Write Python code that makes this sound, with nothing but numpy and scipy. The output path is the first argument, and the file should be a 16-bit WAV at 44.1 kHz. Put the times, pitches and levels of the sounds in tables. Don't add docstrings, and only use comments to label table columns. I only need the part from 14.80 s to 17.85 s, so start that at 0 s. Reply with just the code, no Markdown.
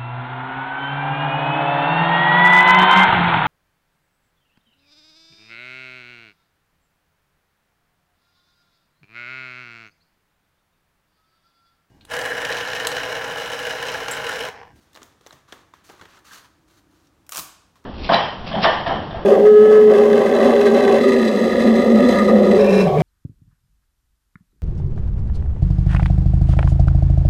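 import sys
import numpy as np
from scipy import signal
from scipy.fft import rfft, irfft, dct, next_fast_len
from scipy.io import wavfile
from scipy.ndimage import map_coordinates

SR = 44100
rng = np.random.default_rng(int(sys.argv[2]) if len(sys.argv) > 2 else 0)


def int16_out(signal):
    q = np.round(np.clip(np.atleast_2d(signal).T, -1, 1) * 32767)
    wavfile.write(sys.argv[1], SR, q.astype(np.int16))


N = 134505
TIME = np.arange(N) / SR


def plate_clicks():
    # t/s, level/dB, bass/dB, treble/dB, base ring time/s, pitch of the flexing patch/Hz
    clicks = [(.132, -32, -4, 16, 0.025, 2210), (.146, -30.5, -13, 25, 0.0059, 4000),
              (.152, -21.5, 17, 10, 0.013, 3740), (0.1601, -19.5, 2, 4, 0.014, 1120),
              (.173, -18.5, 1.5, -5, 0.015, 597), (0.2185, -19, 11, 1, 0.017, 1390),
              (0.2306, -20, -22, 13.5, 0.0061, 6700), (.411, -30, 10.5, 9.5, .014, 450),
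              (0.4642, -18.5, 3.5, 7.5, 0.0077, 470), (.470, -21, 14, 11, 0.011, 6340),
              (0.5079, -20, -6, -9, 0.0086, 3900), (0.526, -25.5, 2, 7, .022, 5930),
              (0.5292, -22, 7, 8.5, 0.027, 600), (.724, -16.5, -11.5, 0, 0.0049, 3600),
              (0.7264, -12.5, 6.5, -1, 0.016, 1680), (0.9377, -18.5, -12.5, -6.5, 0.018, 1030),
              (1.0918, -20.5, 5.5, -6, 0.038, 810), (1.098, -17, 1, -4.5, 0.03, 817),
              (1.136, -26, 9, -6, 0.05, 790), (1.196, -24.5, -5, -6, 0.036, 1170),
              (1.213, -16.5, -21, -15, 0.023, 1370), (1.222, -19.5, 10, -6, 0.034, 402),
              (1.2553, -21.5, -7, -6, 0.019, 1970), (1.371, -27, 1, -4, 0.03, 1199),
              (1.39, -29, 7, 8, 0.023, 380), (2.271, -38, -15, 3, 0.026, 5920),
              (2.9572, -29, -5, 3.5, 0.15, 1110), (3.042, -30, 0, 3, .025, 1150)]
    # f/Hz, level/dB
    card_tone = [(40, -24), (150, -18), (250, -1.5), (350, 2.5), (700, -1), (950, 2), (1220, 3.5),
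                 (1430, -1.5), (1750, 1.5), (2500, -6.5), (3050, -4.5), (3550, -2.5), (4900, -9.5),
                 (6200, -8), (10000, -19), (15500, -23.5)]
    out = np.zeros(N)
    for at, db, bass_db, treble_db, ring_s, patch_hz in clicks:
        plate = lambda hz: along(card_tone, hz) + shelves(hz, bass_db, treble_db)
        click = sheet_snap(ring_s, crack=0.55, colour=lambda hz: plate(hz) + flex_peak(hz, patch_hz))
        add(out, at, amp(db) * click)
        add(out, at, amp(db) * kitchen_ring(struck(np.ones(1), plate), room_db=-2))
    return out


def tape_rip():
    # t/s, level/dB, bass/dB, treble/dB, base ring time/s
    snaps = [(2.466, -33, -6, 4, 0.018), (2.493, -12.5, 3, 7.5, 0.01), (2.5133, -24, -10, 8, 0.0098),
             (2.5208, -12.5, -18, 0, 0.013), (2.5224, -7, -15, -4, 0.017), (2.5321, -11, -5, 0, 0.019),
             (2.5424, -18.5, -10, -10, 0.0077), (2.546, -12, -22, -7, 0.012), (2.5496, -9, 2.5, 2, 0.0092),
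             (2.559, -7, -10, -4, 0.0072), (2.5633, -7, -4.5, -2.5, 0.03), (2.572, -2.5, -14.5, 9, 0.0045),
             (2.5783, -6, -0.5, 1.5, 0.013), (2.5803, -8.5, 5, 1, 0.013), (2.588, -7.5, 0, 3.5, 0.024),
             (2.5918, -7.5, -1.5, 7, 0.012), (2.5954, -7.5, -7.5, 0.5, 0.0098),
             (2.6002, -10, -12, 7, 0.006)]
    # f/Hz, level/dB
    tape_tone = [(95, -26), (200, -9.5), (300, -6.5), (420, -5.5), (600, -.5), (1170, -2.5), (1500, -1.5),
                 (2000, -7), (2550, 0.5), (3500, -1.5), (6000, 0.5), (9000, -2.5), (11500, -5),
                 (14000, -3.5), (15700, -8)]
    # t/s, f/Hz
    strip_pitch = [(2.493, 1350), (2.522, 1123)]
    out, room_db = np.zeros(N), -1.5
    for at, db, bass_db, treble_db, ring_s in snaps:
        strip_hz = np.interp(at, *np.transpose(strip_pitch))
        colour = lambda hz: (along(tape_tone, hz) + shelves(hz, bass_db, treble_db)
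                             + flex_peak(hz, strip_hz))
        snap = sheet_snap(ring_s, crack=0.64, colour=colour)
        add(out, at, amp(db) * in_kitchen(snap, room_db))
    long_strip = lambda hz: along(tape_tone, hz) + flex_peak(hz, strip_pitch[-1][1])
    tear = friction(0.017, long_strip, rise_s=0.003, fall_s=0.003, grain_db=4.5)
    add(out, at=2.58, x=amp(-38) * in_kitchen(tear, room_db))
    return out


def plate_bumps():
    # t/s, level/dB, f/Hz
    bumps = [(0.229, -35, 242), (.535, -27, 140), (1.098, -29, 181.4), (1.137, -29.5, 109),
             (1.208, -24.5, 92), (1.223, -28.5, 167), (2.575, -27.5, 64), (2.587, -18, 165.2),
             (2.582, -18, 310)]
    attack_s, t60 = 0.00083, 0.17
    out, t = np.zeros(N), TIME[:SR // 4]
    envelope = (1 - np.exp(-t / attack_s)) * amp(-60 * t / t60)
    for at, db, hz in bumps:
        swing = envelope * np.sin(2 * np.pi * hz * t + 0.6 * wobble(hz, len(t)))
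        add(out, at, amp(db) * in_kitchen(swing / np.linalg.norm(swing), room_db=-7.5))
    return out


def finger_slides():
    # start/s, end/s, level/dB, treble/dB
    slides = [(0, 0.044, -65.5, 4), (0.046, 0.327, -66.5, -7), (0.402, 0.59, -65, -3),
              (0.676, 0.735, -55.5, -6), (0.768, 0.818, -60, -9), (1.035, 1.12, -57.5, 7),
              (1.119, 1.26, -58, -7), (1.278, 1.38, -54.5, -8), (1.442, 1.518, -52, 3),
              (1.51, 1.582, -46.5, 4), (1.581, 1.659, -55.5, -3.5), (1.871, 1.995, -63.5, 3.5),
              (2.101, 2.259, -68, 3)]
    # f/Hz, level/dB
    rub_tone = [(60, -11), (350, -5), (750, -6), (1150, 5), (1700, -0.5), (2200, -4.5), (3100, -4),
                (4400, -2.5), (5100, -8), (6200, -5), (8000, -12), (15500, -18.5)]
    out = np.zeros(N)
    for start, end, db, treble_db in slides:
        colour = lambda hz: along(rub_tone, hz) + shelves(hz, 0, treble_db)
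        rub = friction(end - start, colour, rise_s=0.011, fall_s=0.012, grain_db=2)
        add(out, start, amp(db) * rub)
    add(out, at=1.51, x=amp(-41) * finger_squeak())
    pressure = amp(0.95 * wobble(90, N))
    return in_kitchen(out * pressure, room_db=-4.5)[:N]


def finger_squeak(pitch_hz=1610, rise_s=0.0017, t60=0.14):
    t = TIME[:SR // 4]
    tone = np.sin(2 * np.pi * pitch_hz * t + wobble(260, len(t)))
    return tone * np.clip(t / rise_s, 0, 1) * amp(-60 * t / t60)


def sheet_snap(ring_s, crack, colour):
    # f/Hz, t60 as a multiple of the base ring time
    ring_stretch = [(200, 2.3), (1500, 1.57), (5000, 1.65), (14000, 1.06)]
    ring = dying_noise(lambda hz: ring_s * along(ring_stretch, hz), count=2048, block=16)
    ring[0] += crack
    return struck(ring, colour)


def flex_peak(hz, centre_hz, peak_db=9, half_width_octaves=0.21):
    return peak_db / (1 + (np.log2((hz + 1) / centre_hz) / half_width_octaves) ** 2)


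def friction(length_s, colour, rise_s, fall_s, grain_db, slips_per_s=1100):
    t = TIME[:int((length_s + 10 * fall_s) * SR)]
    slips = rng.standard_normal(len(t)) * amp(grain_db * wobble(slips_per_s, len(t)))
    envelope = np.clip(t / rise_s, 0, 1) * np.exp(-np.maximum(t - length_s, 0) / fall_s)
    return envelope * unit(filtered(slips, lambda hz: amp(colour(hz))))


def kitchen_ring(x, room_db, wall_delay_s=0.0021, build_s=0.0022):
    # f/Hz, t60/s
    decay = [(150, 0.5), (500, 0.5), (1300, 0.63), (3700, 0.62), (7000, 0.53), (10000, 0.4), (15000, 0.24)]
    # f/Hz, level/dB
    tail_tone = [(100, 8.5), (500, 4), (1150, 4), (2000, 3), (4200, -0.5), (10000, 3), (15000, 11.5)]
    tail = dying_noise(lambda hz: along(decay, hz), count=SR // 2, block=128,
                       colour=lambda hz: along(tail_tone, hz))
    tail *= amp(room_db) * np.clip((TIME[:len(tail)] - wall_delay_s) / build_s, 0, 1)
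    return signal.fftconvolve(x, tail)


def in_kitchen(x, room_db):
    out = kitchen_ring(x, room_db)
    add(out, 0, x)
    return out


def room_tone(hum_hz=308, half_width_hz=44):
    # f/Hz, level/dB
    air_tone = [(15, -45), (30, -12.5), (50, 0), (100, .5), (140, -3.5), (220, -6), (320, -8), (450, -11),
                (1200, -13.5), (2200, -21.5), (6000, -26.5), (10000, -31.5), (15500, -34)]
    # t/s, level/dB
    swell = [(1.6, -71.5), (2.0, -63.5), (2.6, -70.5), (3.05, -86)]
    air = unit(filtered(rng.standard_normal(N), lambda hz: amp(along(air_tone, hz))))
    hum_band = lambda hz: 1 / (1 + ((hz - hum_hz) / half_width_hz) ** 4)
    hum = unit(filtered(rng.standard_normal(N), hum_band))
    return amp(-63) * air + amp(np.interp(TIME, *np.transpose(swell))) * hum


def dying_noise(t60, count, block, colour=lambda hz: 0):
    hz = (np.arange(block) + .5) * SR / (2 * block)
    t = np.arange(0, count, block)[:, None] / SR
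    gain = amp(colour(hz) - 60 * t / np.maximum(t60(hz), 1e-3))
    noise = dct(gain * rng.standard_normal(gain.shape), type=4, norm="ortho").ravel()
    return noise / np.linalg.norm(noise)


def struck(x, colour, size=4096):
    cepstrum = irfft(colour(np.fft.rfftfreq(size, 1 / SR)) * np.log(10) / 20)
    cepstrum[1:size // 2] *= 2
    cepstrum[size // 2 + 1:] = 0
    hit = signal.fftconvolve(x, irfft(np.exp(rfft(cepstrum))))
    return hit / np.linalg.norm(hit)


def shelves(hz, bass_db, treble_db, bass_hz=790, treble_hz=4000):
    return bass_db / (1 + (hz / bass_hz) ** 2) + treble_db / (1 + (treble_hz / (hz + 1)) ** 2)


def filtered(x, response):
    size = next_fast_len(len(x) + SR // 4)
    return irfft(rfft(x, size) * response(np.fft.rfftfreq(size, 1 / SR)), size)[:len(x)]


def wobble(rate, count):
    knots = rng.standard_normal(int(count * rate / SR) + 4)
    return map_coordinates(knots, [TIME[:count] * rate])


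def along(points, hz):
    freqs, values = np.transpose(points)
    return np.interp(np.log(hz + 1), np.log(freqs + 1), values)


def amp(db):
    return 10 ** (np.asarray(db) / 20)


def unit(x):
    return x / np.sqrt(np.mean(x ** 2) + 1e-20)


def add(track, at, x):
    part = track[max(round(at * SR), 0):][:len(x)]
    part += x[:len(part)]


def scene():
    return (plate_clicks() + plate_bumps() + finger_slides() + tape_rip() + room_tone())[None]


def record(dry):
    top_hz, edge_hz = 16200, 500
    return np.array([filtered(x, lambda hz: np.clip((top_hz - hz) / edge_hz, 0, 1)) for x in dry])


dry = scene()
out = record(dry)
int16_out(out)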